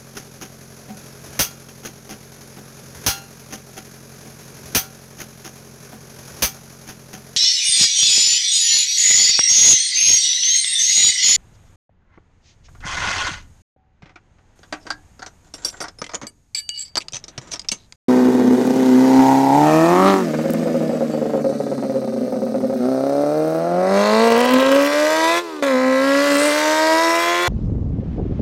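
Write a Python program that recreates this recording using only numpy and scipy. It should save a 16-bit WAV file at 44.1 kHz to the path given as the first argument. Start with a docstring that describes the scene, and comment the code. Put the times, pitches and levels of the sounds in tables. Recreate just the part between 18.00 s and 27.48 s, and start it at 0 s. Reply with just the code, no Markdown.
"""A four-cylinder sports motorcycle rolls up a dirt track and passes about two metres from the microphone.
It is blipped, burbles away popping on a shut throttle, then pulls onto the road and accelerates hard,
with one quick upshift, to some eighty metres off. Every firing sends a pulse down the exhaust and rings
the pipe, and rushing gas adds hiss and rasp. Close by, gears whine; grit ticks under the tyres,
and a little wind buffets the microphone."""
import sys
import numpy as np
from scipy import signal
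from scipy.io import wavfile
from scipy.ndimage import uniform_filter1d, map_coordinates

SR = 44100
rng = np.random.default_rng(int(sys.argv[2]) if len(sys.argv) > 2 else 0)


def waveform_to_disk(signal):
    """Save audio, clipped to [-1, 1], as 16-bit WAV at the path in sys.argv[1]."""
    frames = np.transpose(np.atleast_2d(signal))
    scaled = np.clip(frames, -1, 1) * 32767
    samples = np.round(scaled).astype(np.int16)
    wavfile.write(sys.argv[1], SR, samples)


N = 418068
TIME = np.arange(N) / SR

# engine speed: (time [s], firing rate [Hz])
FIRING_RATE = [(0.08, 125.9), (0.59, 125.7), (0.64, 128.1), (0.73, 128.4), (0.77, 131.2), (0.95, 126.6),
               (1.01, 129.9), (1.24, 132.6), (1.51, 136.2), (1.57, 145.5), (1.82, 162.5), (2.0, 186.3),
               (2.09, 196.6), (2.2, 189.4), (2.31, 152.9), (2.6, 166.6), (4.2, 127.5), (4.69, 129.9),
               (4.74, 132.0), (4.83, 122.3), (4.9, 131.7), (4.98, 131.6), (5.07, 138.1), (5.29, 148.0),
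               (5.37, 153.5), (5.58, 162.9), (5.67, 172.3), (5.73, 174.8), (6.1, 212.6), (6.24, 229.5),
               (6.37, 233.2), (6.42, 244.2), (6.61, 263.1), (7.04, 302.6), (7.15, 316.9), (7.25, 324.9),
               (7.42, 351.4), (7.54, 309.2), (7.75, 255.0), (7.97, 263.9), (8.06, 273), (8.26, 286.6),
               (8.36, 283.6), (8.47, 297.7), (8.51, 293.3), (8.57, 301.4), (8.96, 322.6), (9.03, 331.2),
               (9.09, 331.2), (9.47, 355.6)]
# from the bike to the microphone: (time [s], distance [m])
MIC_DISTANCE = [(.08, 3.6), (.8, 11.5), (1.3, 2.26), (1.9, 1.76), (2.3, 4.6), (3.3, 15.6), (6, 30.3),
                (9.48, 82)]
# the cylinders in firing order:
# (strength [dB], lateness [firing periods], round trip in its header [s], relative echo strength)
CYLINDERS = [(3, 0.0047, 0.00066, 0.33), (2.2, 0.027, 0.00076, 0.59), (2.5, -0.0061, 0.00072, 0.27),
             (-1.35, 0.021, 0.00114, 0.38)]
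# unburnt fuel popping in the pipe on the shut throttle and as it reopens: (time [s], relative size [dB])
FUEL_POPS = [(2.336, -14), (2.388, -13), (2.439, -14), (2.455, -14), (2.489, -15), (2.537, -13),
             (2.658, -14), (2.672, -12), (2.744, -11), (2.806, -12), (2.894, -11), (2.932, -15),
             (3.008, -10), (3.098, -15), (3.137, -12), (3.176, -13), (3.216, -12), (3.256, -13),
             (3.296, -12), (3.336, -9.5), (3.377, -11), (3.444, -11), (3.492, -13.5), (3.514, -16),
             (3.526, -13), (3.602, -12), (3.666, -13.5), (3.716, -12.5), (3.78, -12), (3.826, -10.5),
             (3.897, -13), (3.922, -16), (3.943, -15), (3.958, -14), (4.017, -13.5), (4.04, -16),
             (4.076, -14), (4.124, -17), (4.163, -17), (4.324, -12), (4.358, -17), (4.419, -13),
             (4.466, -13), (4.543, -11.5), (4.605, -14), (4.637, -15), (4.698, -13), (4.728, -14.5),
             (4.759, -16), (7.625, -14)]


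def crank(wobble=0.019):
    """Firings counted from the start; uneven burns jog the speed a little."""
    jog = wobble * roughness() * evened(band(rng.standard_normal(N), [4, 30], "band", order=1))
    return np.cumsum(curve(FIRING_RATE) * (1 + jog)) / SR


def firings(phase, slip_periods=.13):
    """Time and strength of every firing: each cylinder has its habit, and each burn differs by chance."""
    # one cylinder hits harder while the engine labours: (time [s], lead over the rest [dB])
    lope = [(4.8, 0), (4.88, 4), (5.05, 3.5), (5.4, 1), (5.8, 0)]
    number = np.arange(int(phase[-1]))
    cylinder = number % len(CYLINDERS)
    strength_db, late = np.array(CYLINDERS)[cylinder, :2].T
    rough = np.interp(np.interp(number, phase, TIME), TIME, roughness())
    burn, slip = rng.standard_normal((len(number), 2)).T
    times = np.interp(number + late + slip_periods * rough ** 2 * slip, phase, TIME)
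    lope_db = ((cylinder == 0) - 1 / 3) * np.interp(times, TIME, curve(lope))
    return times, amp(strength_db + lope_db) * np.exp(rough * burn - rough ** 2 / 2)


def roughness(easy=.08, hard=.07, ramp_s=.12):
    """How unevenly the cylinders burn: only slightly, except during each stumble."""
    # spells of stumbling: (start [s], end [s], added roughness [0-1])
    stumbles = [(.13, .86, .36), (1.9, 2.2, .08), (2.24, 4.88, .3), (4.8, 6.2, .04), (6.22, 6.88, .22),
                (6.8, 7.45, .04), (7.55, 7.72, .27), (8.2, 8.62, .13)]
    rough = easy + (hard - easy) * hard_pull()
    for start, end, added in stumbles:
        rough = rough + added * np.clip(np.minimum(TIME - start, end - TIME) / ramp_s, 0, 1)
    return rough


def throttle():
    """Throttle opening, 0 shut to 1 wide open."""
    # the rider's hand: (time [s], opening [0-1])
    twist_grip = [(.08, 0.42), (.75, 0.41), (.87, 0.49), (1.17, 0.5), (1.45, 0.17), (1.72, 0.32),
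                  (1.95, 0.27), (2.09, 0.47), (2.25, 0), (4.76, 0), (4.83, 0.25), (5.05, 0.22),
                  (5.72, 0.35), (5.87, 0.52), (5.98, 0.73), (7.35, 0.89), (7.78, 0.85), (8.15, 1)]
    return np.clip(curve(twist_grip), 0, 1) * in_gear()


def in_gear(shut_s=7.428, reopen_s=7.622, fall_s=.045, rise_s=.003):
    """1 while the engine drives the wheel, 0 during the upshift."""
    return np.clip((shut_s - TIME) / fall_s, 0, 1) + np.clip((TIME - reopen_s) / rise_s, 0, 1)


def hard_pull(openings=(.35, .75)):
    """0 while the bike cruises, 1 when it pulls hard."""
    return np.interp(throttle(), openings, [0, 1])


def loudness(law, cruise_hz=130):
    """Gain of a layer at the microphone, from throttle, distance and engine speed."""
    base_db, throttle_db, distance_db, speed_db = law
    far = np.log2(curve(MIC_DISTANCE))
    fast = np.log2(curve(FIRING_RATE) / cruise_hz)
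    return amp(base_db + throttle_db * throttle() + distance_db * far + speed_db * fast)


def drone(phase, times, strength, throb=0.33):
    """The lowest harmonics are clean tones that swell at the pipe's resonances and throb with the burns."""
    # harmonics 1-3: (base [dB], full throttle [dB], doubled distance [dB], doubled revs [dB])
    harmonic_laws = [(-1.5, 9.8, -2, 0), (-0.5, 21.2, -3, 0), (-7, 22.4, -1, 0)]
    # resonances of the pipe: (frequency [Hz], gain [dB])
    pipe_response = [(125, -35), (160, -24), (200, -17), (255, -15.5), (320, -21), (380, -22), (405, -24.5),
                     (460, -20.5), (510, -24), (570, -21), (660, -23), (720, -27), (780, -41.5),
                     (860, -43.5), (970, -28.5), (1070, -39)]
    swell = 1 + throb * (np.interp(TIME, times, strength) - 1)
    tones = np.zeros(N)
    for k, law in enumerate(harmonic_laws, 1):
        gain = loudness(law) * waver() * (surge() if k == 2 else 1)
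        resonance = amp(np.interp(k * curve(FIRING_RATE), *np.transpose(pipe_response)))
        tones += gain * resonance * np.cos(2 * np.pi * k * phase)
    return np.sqrt(2) * swell * tones


def surge(rise_s=.015):
    """Gain that leaps as the throttle picks up and then settles."""
    # throttle pickups: (time [s], boost [dB], decay [s])
    pickups = [(.85, 5, 0.13), (4.79, 7, 0.38), (6.6, 3.5, .8), (7.63, 0.5, 1)]
    since = [(np.maximum(TIME - s, 0), db, decay_s) for s, db, decay_s in pickups]
    return amp(sum(db * np.minimum(t / rise_s, 1) * np.exp(-t / decay_s) for t, db, decay_s in since))


def exhaust(phase, times, strength, split_hz=1100, top_hz=3000, shift_db=-11.5):
    """Pulses ring the pipe as a throaty body and a bark; rougher burns bring more turbulence."""
    # the body of the exhaust while in gear: (time [s], level [dB])
    body_level = [(.08, -19), (.68, -18), (.95, -24), (1.12, -18), (1.29, -13.5), (1.42, -17.5),
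                  (1.55, -12), (1.78, -16), (2.1, -15.5), (2.26, -22), (2.7, -19.5), (3.1, -21.5),
                  (3.63, -24.5), (4.7, -21), (4.85, -23.5), (5.2, -18), (5.46, -22), (6.05, -18.5),
                  (6.6, -19), (7.0, -23.5), (9.48, -25)]
    # mechanical clatter, heard from the front and at light load: (time [s], share beside the pulses)
    clatter = [(1.2, 2), (1.6, 0), (2.15, 0), (2.3, 1.2), (4.8, 1.2), (5.2, .9), (5.8, .5), (6.2, 0)]
    sizes = strength * SR / np.interp(times, TIME, curve(FIRING_RATE))
    drone_range = 1 + 2 * sum(np.cos(2 * np.pi * k * phase) for k in (1, 2, 3))
    pulses = evened(clicks(times, sizes) - drone_range + header_echoes(times, sizes))
    turbulence = evened(puffs(phase, times, strength, length=1.0, steady=1.0))
    body = pipe_colour(pulses + .6 * roughness() * turbulence)
    body = band(band(body, split_hz, "low", order=6), 70, "high")
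    body_db = curve(body_level) + shift_db * (1 - in_gear())
    bark = snarl(times) * (pulses + (1.9 * roughness() + curve(clatter)) * turbulence)
    bark = silencer(pipe_colour(ground_reflections(bark)))
    bark = band(bark, [split_hz, top_hz], "band", order=5)
    # (base [dB], full throttle [dB], doubled distance [dB], doubled revs [dB])
    bark_law = (-30.5, 23.5, -3.5, 4.5)
    return amp(body_db) * steadied(body) + loudness(bark_law) * steadied(bark)


def pipe_colour(x):
    """Pipe and intake change colour as the bike turns past the microphone and the throttle moves."""
    # the colour at each stage of the ride: (frequency [Hz], relative gain [dB])
    nearing = [(70, -41), (150, 1), (230, 18.5), (350, 9.5), (440, 13), (600, -4), (760, -3), (900, -3.5),
               (1150, -30.5), (2000, -38), (2900, -69)]
    beside = [(70, -7), (200, 3.5), (400, 10), (540, -3), (660, -1), (820, 7), (930, 9), (1150, -19),
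              (1400, -26), (2200, -28), (2900, -53)]
    behind = [(70, -10), (150, 13), (260, 35.5), (480, 12), (650, 27.5), (800, 16), (1000, 19.5),
              (1300, 21.5), (1450, 0), (1850, 15), (2150, -44), (2450, 15), (2900, -6)]
    blipped = [(70, -19), (150, 0), (285, 41.5), (480, 21), (700, 21), (780, 21), (1000, 21), (1280, 23),
               (1500, 11), (1800, 14), (2400, 3), (2900, 1)]
    coasting = [(70, -52), (140, -30.5), (230, 19), (330, -10), (430, 0), (550, 1.5), (700, -13.5),
                (950, -28), (1300, -37), (1700, -44), (2900, -54)]
    pulling = [(70, -73), (150, -22), (250, 14.5), (300, 14.5), (430, 8.5), (570, 18), (720, 8.5),
               (950, -8), (1300, 1.5), (1800, -11), (2900, -19.5)]
    wide_open = [(70, -29.5), (170, 4.5), (300, 6), (530, 22.5), (780, 5), (1020, 15), (1300, 12.5),
                 (1650, 15), (1830, 7.5), (1990, 15), (2150, 4), (2400, 7.5), (2900, -10.5)]
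    # from each colour to the next: (start [s], end [s])
    changes = [(1.04, 1.21), (1.6, 1.74), (1.83, 1.96), (2.13, 2.27), (4.75, 4.93), (5.76, 6.15)]
    return morph(x, [nearing, beside, behind, blipped, coasting, pulling, wide_open], changes)


def header_echoes(times, sizes, low_hz=450):
    """Each header throws its pulse back inverted after its own delay, strongest close by and under load."""
    delay, echo = np.array(CYLINDERS)[np.arange(len(times)) % len(CYLINDERS), 2:].T
    heard = np.maximum(.5 + .5 * hard_pull(), 2 / curve(MIC_DISTANCE))
    return -heard * band(clicks(times + delay, sizes * echo), low_hz, "high", order=1)


def puffs(phase, times, strength, length, steady):
    """Gas noise leaps at each firing and decays over `length` firing periods toward a steady rush."""
    leap = np.interp(TIME, times, strength) * np.exp(-(phase % 1) / length)
    return (steady + leap) * rng.standard_normal(N)


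def snarl(times, spread_db=2.8):
    """In a hard pull each pulse bites harder or softer by chance."""
    return amp(spread_db * hard_pull() * np.interp(TIME, times, rng.standard_normal(len(times))))


def silencer(x, round_trip_s=0.003046, echo=0.3):
    """Under load, sound bouncing along the can raises a row of evenly spaced resonances."""
    return x + echo * hard_pull() * np.interp(TIME - round_trip_s, TIME, x)


def misfires(length_s=.02, sag_db=-5.5):
    """Gain that sags during the missed firings before each pop."""
    missed = np.zeros(N)
    for s, _ in FUEL_POPS:
        missed[int((s - length_s) * SR):int(s * SR)] = 1
    return amp(sag_db * uniform_filter1d(missed, 130))


def pops(trim_db=-.3, later_db=-4.5, spread_db=2, slip_s=.0005, gust_s=.009):
    """A pop is a volley of bangs, one per firing; each rings the pipe and spits a gust of burning gas."""
    # bigger pops last for more firings: (size [dB], bangs [count])
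    volley = [(-16, 1), (-10, 4)]
    # what a pop rings in the pipe: (frequency [Hz], relative level [dB], time to fall 60 dB [s])
    pipe_modes = [(246, -13, 0.083), (424, 13, 0.017), (537.5, 14.5, 0.12), (680, -0.5, 0.11),
                  (735, -11, 0.36), (1240, -5, 0.05)]
    # the spit at the outlet: (time [s], gain [dB])
    spit_gain = [(2.3, 18), (2.7, 3), (3.05, -7), (3.4, -5), (3.6, 2.5), (4.1, 6), (4.8, 3.5)]
    rate = curve(FIRING_RATE)
    s, db, later = np.transpose([(s + k / rate[int(s * SR)], db, k > 0) for s, db in FUEL_POPS
                                 for k in range(round(np.interp(db, *np.transpose(volley))))])
    t = np.arange(4000) / SR
    spread, slip = rng.standard_normal((len(s), 2)).T
    sizes = amp(db + trim_db + later * (later_db + spread_db * spread))
    bangs = clicks(s + later * slip * slip_s, sizes)
    gust = .024 * signal.oaconvolve(bangs, np.exp(-t / gust_s))[:N] * rng.standard_normal(N)
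    ring = sum(amp(level - 60 * t / t60) * np.sin(2 * np.pi * hz * t) for hz, level, t60 in pipe_modes)
    ring = band(ring, [170, 1600], "band", order=2)
    spit = amp(curve(spit_gain)) * band(3 * gust + .3 * bangs, [800, 2200], "band", order=3)
    return signal.oaconvolve(bangs + gust, ring / abs(ring).max())[:N] + spit


def hiss(phase, times, strength, spread_db=2.0, low_hz=2800):
    """Gas rushes from the silencer; under load it turns into a rasp."""
    # its colour close by, further off and at full throttle: (frequency [Hz], relative gain [dB])
    close = [(1530, 29), (2600, 5.5), (3290, 0.5), (4000, 0), (6480, -1), (10600, -10.5), (12900, -8.5),
             (15800, -19)]
    away = [(3000, -0.5), (4000, 14), (5400, 11.5), (6300, 11.5), (7000, -0.5), (8500, 9.5), (10200, -1.5),
            (12500, 1), (15800, -19)]
    wide_open = [(1530, -16.5), (2600, 6.5), (3050, -2), (3800, 0), (5740, -6), (6940, -8.5), (8190, -10.5),
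                 (10800, -19), (12900, -16), (14700, -31), (15800, -26)]
    # from each colour to the next: (start [s], end [s])
    changes = [(3.4, 3.6), (5.85, 6.05)]
    # (base [dB], full throttle [dB], doubled distance [dB], doubled revs [dB])
    hiss_law = (-37, 17.5, -3, 9)
    # slow swells and dips about that law: (time [s], gain [dB])
    swells = [(.3, 0.5), (.8, 4.5), (1.75, 1), (2.08, -2.5), (2.3, 1.5), (5.2, 1.5), (5.8, -5.5), (6.0, 2),
              (6.8, -1), (7.3, 0), (7.65, -1.5), (7.85, -5), (8.35, 2), (9.48, -1.5)]
    sizes = strength * amp(spread_db * rng.standard_normal(len(times)))
    rush = evened(puffs(phase, times, sizes, length=.5, steady=.8))
    rush += 1.05 * hard_pull() * rasp(phase, times, sizes)
    sound = band(morph(ground_reflections(rush), [close, away, wide_open], changes), low_hz, "high")
    return loudness(hiss_law) * amp(curve(swells)) * steadied(shimmer(sound))


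def rasp(phase, times, sizes, size=1024):
    """Sharp pulse edges and gas that tears the same way every engine cycle give metallic overtones."""
    cycle = band(rng.standard_normal(size), SR / 5, "low")
    tearing = np.interp(phase / len(CYLINDERS), np.arange(size) / size, cycle, period=1)
    tearing *= np.interp(TIME, times, sizes) * np.exp(-(phase % 1))
    return evened(evened(tearing) + .6 * evened(clicks(times, sizes)))


def shimmer(x, size=1024):
    """In a hard pull, narrow peaks come and go in the treble."""
    _, t, spectra = signal.stft(x, SR, nperseg=size)
    patches = rng.standard_normal(spectra.shape[::-1]).T
    for _ in range(2):
        patches = uniform_filter1d(uniform_filter1d(patches, size=5, axis=0), size=8, axis=1)
    depth_db = 2.2 * np.interp(t, TIME, hard_pull())
    return signal.istft(spectra * amp(depth_db * evened(patches)), SR, nperseg=size)[1][:N]


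def flares(phase, times, strength):
    """Rasp and rushing gas ring one treble resonance of the pipe after another under load."""
    # (time [s], half length [s], frequency [Hz], width [Hz], level [dB])
    resonances = [(2.05, .09, 1200, 260, -21), (2.09, .06, 3500, 1800, -31), (6.16, .2, 4150, 800, -30.5),
                  (6.55, .36, 2900, 800, -29), (7.31, .08, 3700, 700, -28), (8.43, .09, 8400, 1900, -28.5),
                  (9.07, .1, 5400, 400, -31)]
    drive = rasp(phase, times, strength) + evened(puffs(phase, times, strength, length=.5, steady=.3))
    drive *= snarl(times)
    out = np.zeros(N)
    for s, half_s, hz, width_hz, db in resonances:
        near = abs(TIME - s) < 3 * half_s
        ring = band(drive[near], [hz - width_hz / 2, hz + width_hz / 2], "band", order=2)
        out[near] += amp(db) * np.exp(-((TIME[near] - s) / half_s) ** 2) * evened(ring)
    return out * in_gear()


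def can_ring(phase, hz=3450, half_width_hz=60, level_db=-28):
    """At high revs two upper orders sweep into a narrow resonance of the silencer and ring."""
    # [multiples of the firing rate]
    orders = [9.75, 10]
    tones = np.zeros(N)
    for k in orders:
        swell = 1 / (1 + ((k * curve(FIRING_RATE) - hz) / half_width_hz) ** 2)
        tones += swell * waver(depth_db=3) * np.sin(2 * np.pi * k * phase)
    return amp(level_db) * hard_pull() * tones


def overrun(phase):
    """During the upshift the unloaded engine sings a soft falling chord."""
    # (multiple of the firing rate, level [dB])
    chord = [(1.248, -32.5), (1.499, -41), (2.75, -51)]
    return (1 - in_gear()) * sum(amp(db) * waver() * np.sin(2 * np.pi * k * phase) for k, db in chord)


def exhaust_cracks(per_spell=36, spread_db=4.5):
    """Under load the exhaust cracks sharply, with spells of finer crackle scattered by chance."""
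    # single cracks: (time [s], relative level [dB])
    cracks = [(6.3057, -26), (6.3232, -29), (6.3915, -33), (6.408, -23), (6.5362, -25), (6.613, -28),
              (6.7178, -23), (7.6485, -40)]
    # fine crackle: (start [s], end [s], relative level [dB])
    spells = [(6.25, 6.9, -31), (8.22, 8.6, -36)]
    for start, end, db in spells:
        times = rng.uniform(start, end, per_spell)
        levels = db + spread_db * np.clip(rng.standard_normal(per_spell), -2, 2)
        cracks = np.vstack([cracks, np.transpose([times, levels])])
    return amp(6.5) * snaps(cracks, decay_s=.0008, low_hz=1200)


def tyre_grit(count=260):
    """Stones snap under the tyres, and the rear one flicks fine grit before it reaches the road."""
    # single stones: (time [s], level before the low cut [dB])
    stones = [(0.6694, -27), (2.5052, -22.5), (2.535, -18.5)]
    when, size = rng.random((count, 2)).T
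    grit = np.transpose([3.6 + 2 * when ** .4, -52 + 10 * size])  # thickens from 3.6 s to 5.6 s
    return snaps(np.vstack([stones, grit]), decay_s=.0015, low_hz=7500)


def gears(phase, fade_s=(2.9, 4.1), drift_rad=1.7):
    """Meshing teeth sing at multiples of engine speed, waver, and fade as the bike leaves."""
    # whine near the microphone: (multiple of the firing rate, level [dB])
    whines = [(30, -52), (50, -53)]
    drift = drift_rad * wander(45)
    tones = sum(amp(db) * waver(depth_db=3, rate_hz=8) * np.sin(2 * np.pi * k * phase + drift)
                for k, db in whines)
    return tones * np.interp(TIME, fade_s, [1, 0])


def ground_reflections(x, count=4, echo=.26):
    """Reflections off the ground shift as the bike moves, so peaks wander through the treble."""
    out = x
    for delay_s, sway_hz, start in rng.uniform([.0008, .2, 0], [.004, .6, 2 * np.pi], (count, 3)):
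        lag = delay_s * (1 + .06 * np.sin(2 * np.pi * sway_hz * TIME + start))
        out = out + echo * map_coordinates(x, [(TIME - lag) * SR], order=1)
    return out


def wind(lump_db=4):
    """Wind buffets the microphone in low lumps."""
    # (time [s], level [dB])
    wind_level = [(0, -58), (2, -87), (6.2, -79), (6.5, -49), (7.1, -66), (8.4, -61)]
    lumps = amp(lump_db * wander(27))
    rumble = band(rng.standard_normal(N), [22, 110], "band", order=2)
    return amp(curve(wind_level)) * evened(rumble * lumps)


def snaps(rows, decay_s, low_hz):
    """Very short bright noise bursts from rows of (time [s], level [dB])."""
    s, db = np.transpose(rows)
    envelope = signal.oaconvolve(clicks(s, amp(db)), np.exp(-np.arange(600) / SR / decay_s))[:N]
    return band(envelope * rng.standard_normal(N), low_hz, "high", order=2)


def clicks(times, sizes):
    """Impulses placed between samples."""
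    at = np.clip(np.asarray(times) * SR, 0, N - 2)
    whole = at.astype(int)
    part = at - whole
    return np.bincount(whole, sizes * (1 - part), N) + np.bincount(whole + 1, sizes * part, N)


def morph(x, spectra, changes):
    """Crossfades x through one colour after another, each at rms 1."""
    out = evened(colour(x, spectra[0]))
    for spectrum, span in zip(spectra[1:], changes):
        share = np.interp(TIME, span, [0, 1])
        out = (1 - share) * out + share * evened(colour(x, spectrum))
    return out


def colour(x, spectrum, size=4096):
    """Causal filter with the given spectrum, so that pulses ring after they strike."""
    hz, db = np.transpose(spectrum)
    bins = abs(np.fft.fftfreq(size, 1 / SR))
    log_gain = np.log(amp(np.interp(np.log(bins + 1), np.log(hz + 1), db)))
    taps = np.fft.ifft(np.exp(np.conj(signal.hilbert(log_gain)))).real  # minimum phase
    return signal.oaconvolve(x, taps[:size // 2])[:N]


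def band(x, hz, kind, order=4):
    """Butterworth filter."""
    return signal.sosfilt(signal.butter(order, hz, kind, fs=SR, output="sos"), x + 1e-20)


def wander(rate_hz):
    """Slow random motion at rms 1."""
    return evened(band(rng.standard_normal(N), rate_hz, "low", order=2))


def waver(depth_db=1.76, rate_hz=6):
    """A gain that wanders slowly by chance."""
    return amp(depth_db * wander(rate_hz))


def steadied(x, size=4001):
    """Holds the slow level at rms 1 and keeps the fast flutter."""
    window = np.hanning(size)
    power = abs(signal.oaconvolve(x ** 2, window / window.sum(), "same"))
    return x / np.sqrt(power + 1e-9 * np.mean(x ** 2))


def evened(x):
    """Scales to rms 1."""
    return x / np.sqrt(np.mean(x ** 2) + 1e-20)


def curve(rows):
    """Rows of (time [s], value), joined by straight lines."""
    return np.interp(TIME, *np.transpose(rows))


def amp(db):
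    """Decibels to gain."""
    return 10 ** (np.asarray(db) / 20)


def scene():
    """The bike from the trackside: one crankshaft drives the engine's layers, over grit and wind."""
    phase = crank()
    times, strength = firings(phase)
    engine = drone(phase, times, strength) + misfires() * exhaust(phase, times, strength)
    engine = engine + hiss(phase, times, strength) + overrun(phase) + can_ring(phase)
    ticks = exhaust_cracks() + tyre_grit()
    return (engine + flares(phase, times, strength) + pops() + ticks + gears(phase) + wind())[None]


def record(dry, open_s=.083, ceiling=.73, top_hz=15900):
    """The sound begins after a brief silence, the highest peaks are rounded off, and the treble is cut steeply."""
    opened = dry * np.clip((TIME - open_s) * 1000, 0, 1)
    rounded = opened / (1 + (opened / ceiling) ** 8) ** (1 / 8)
    treble_cut = signal.firwin(511, top_hz, window=("kaiser", 9), fs=SR)
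    return signal.oaconvolve(rounded, treble_cut[None], "same")


dry = scene()
out = record(dry)
waveform_to_disk(out)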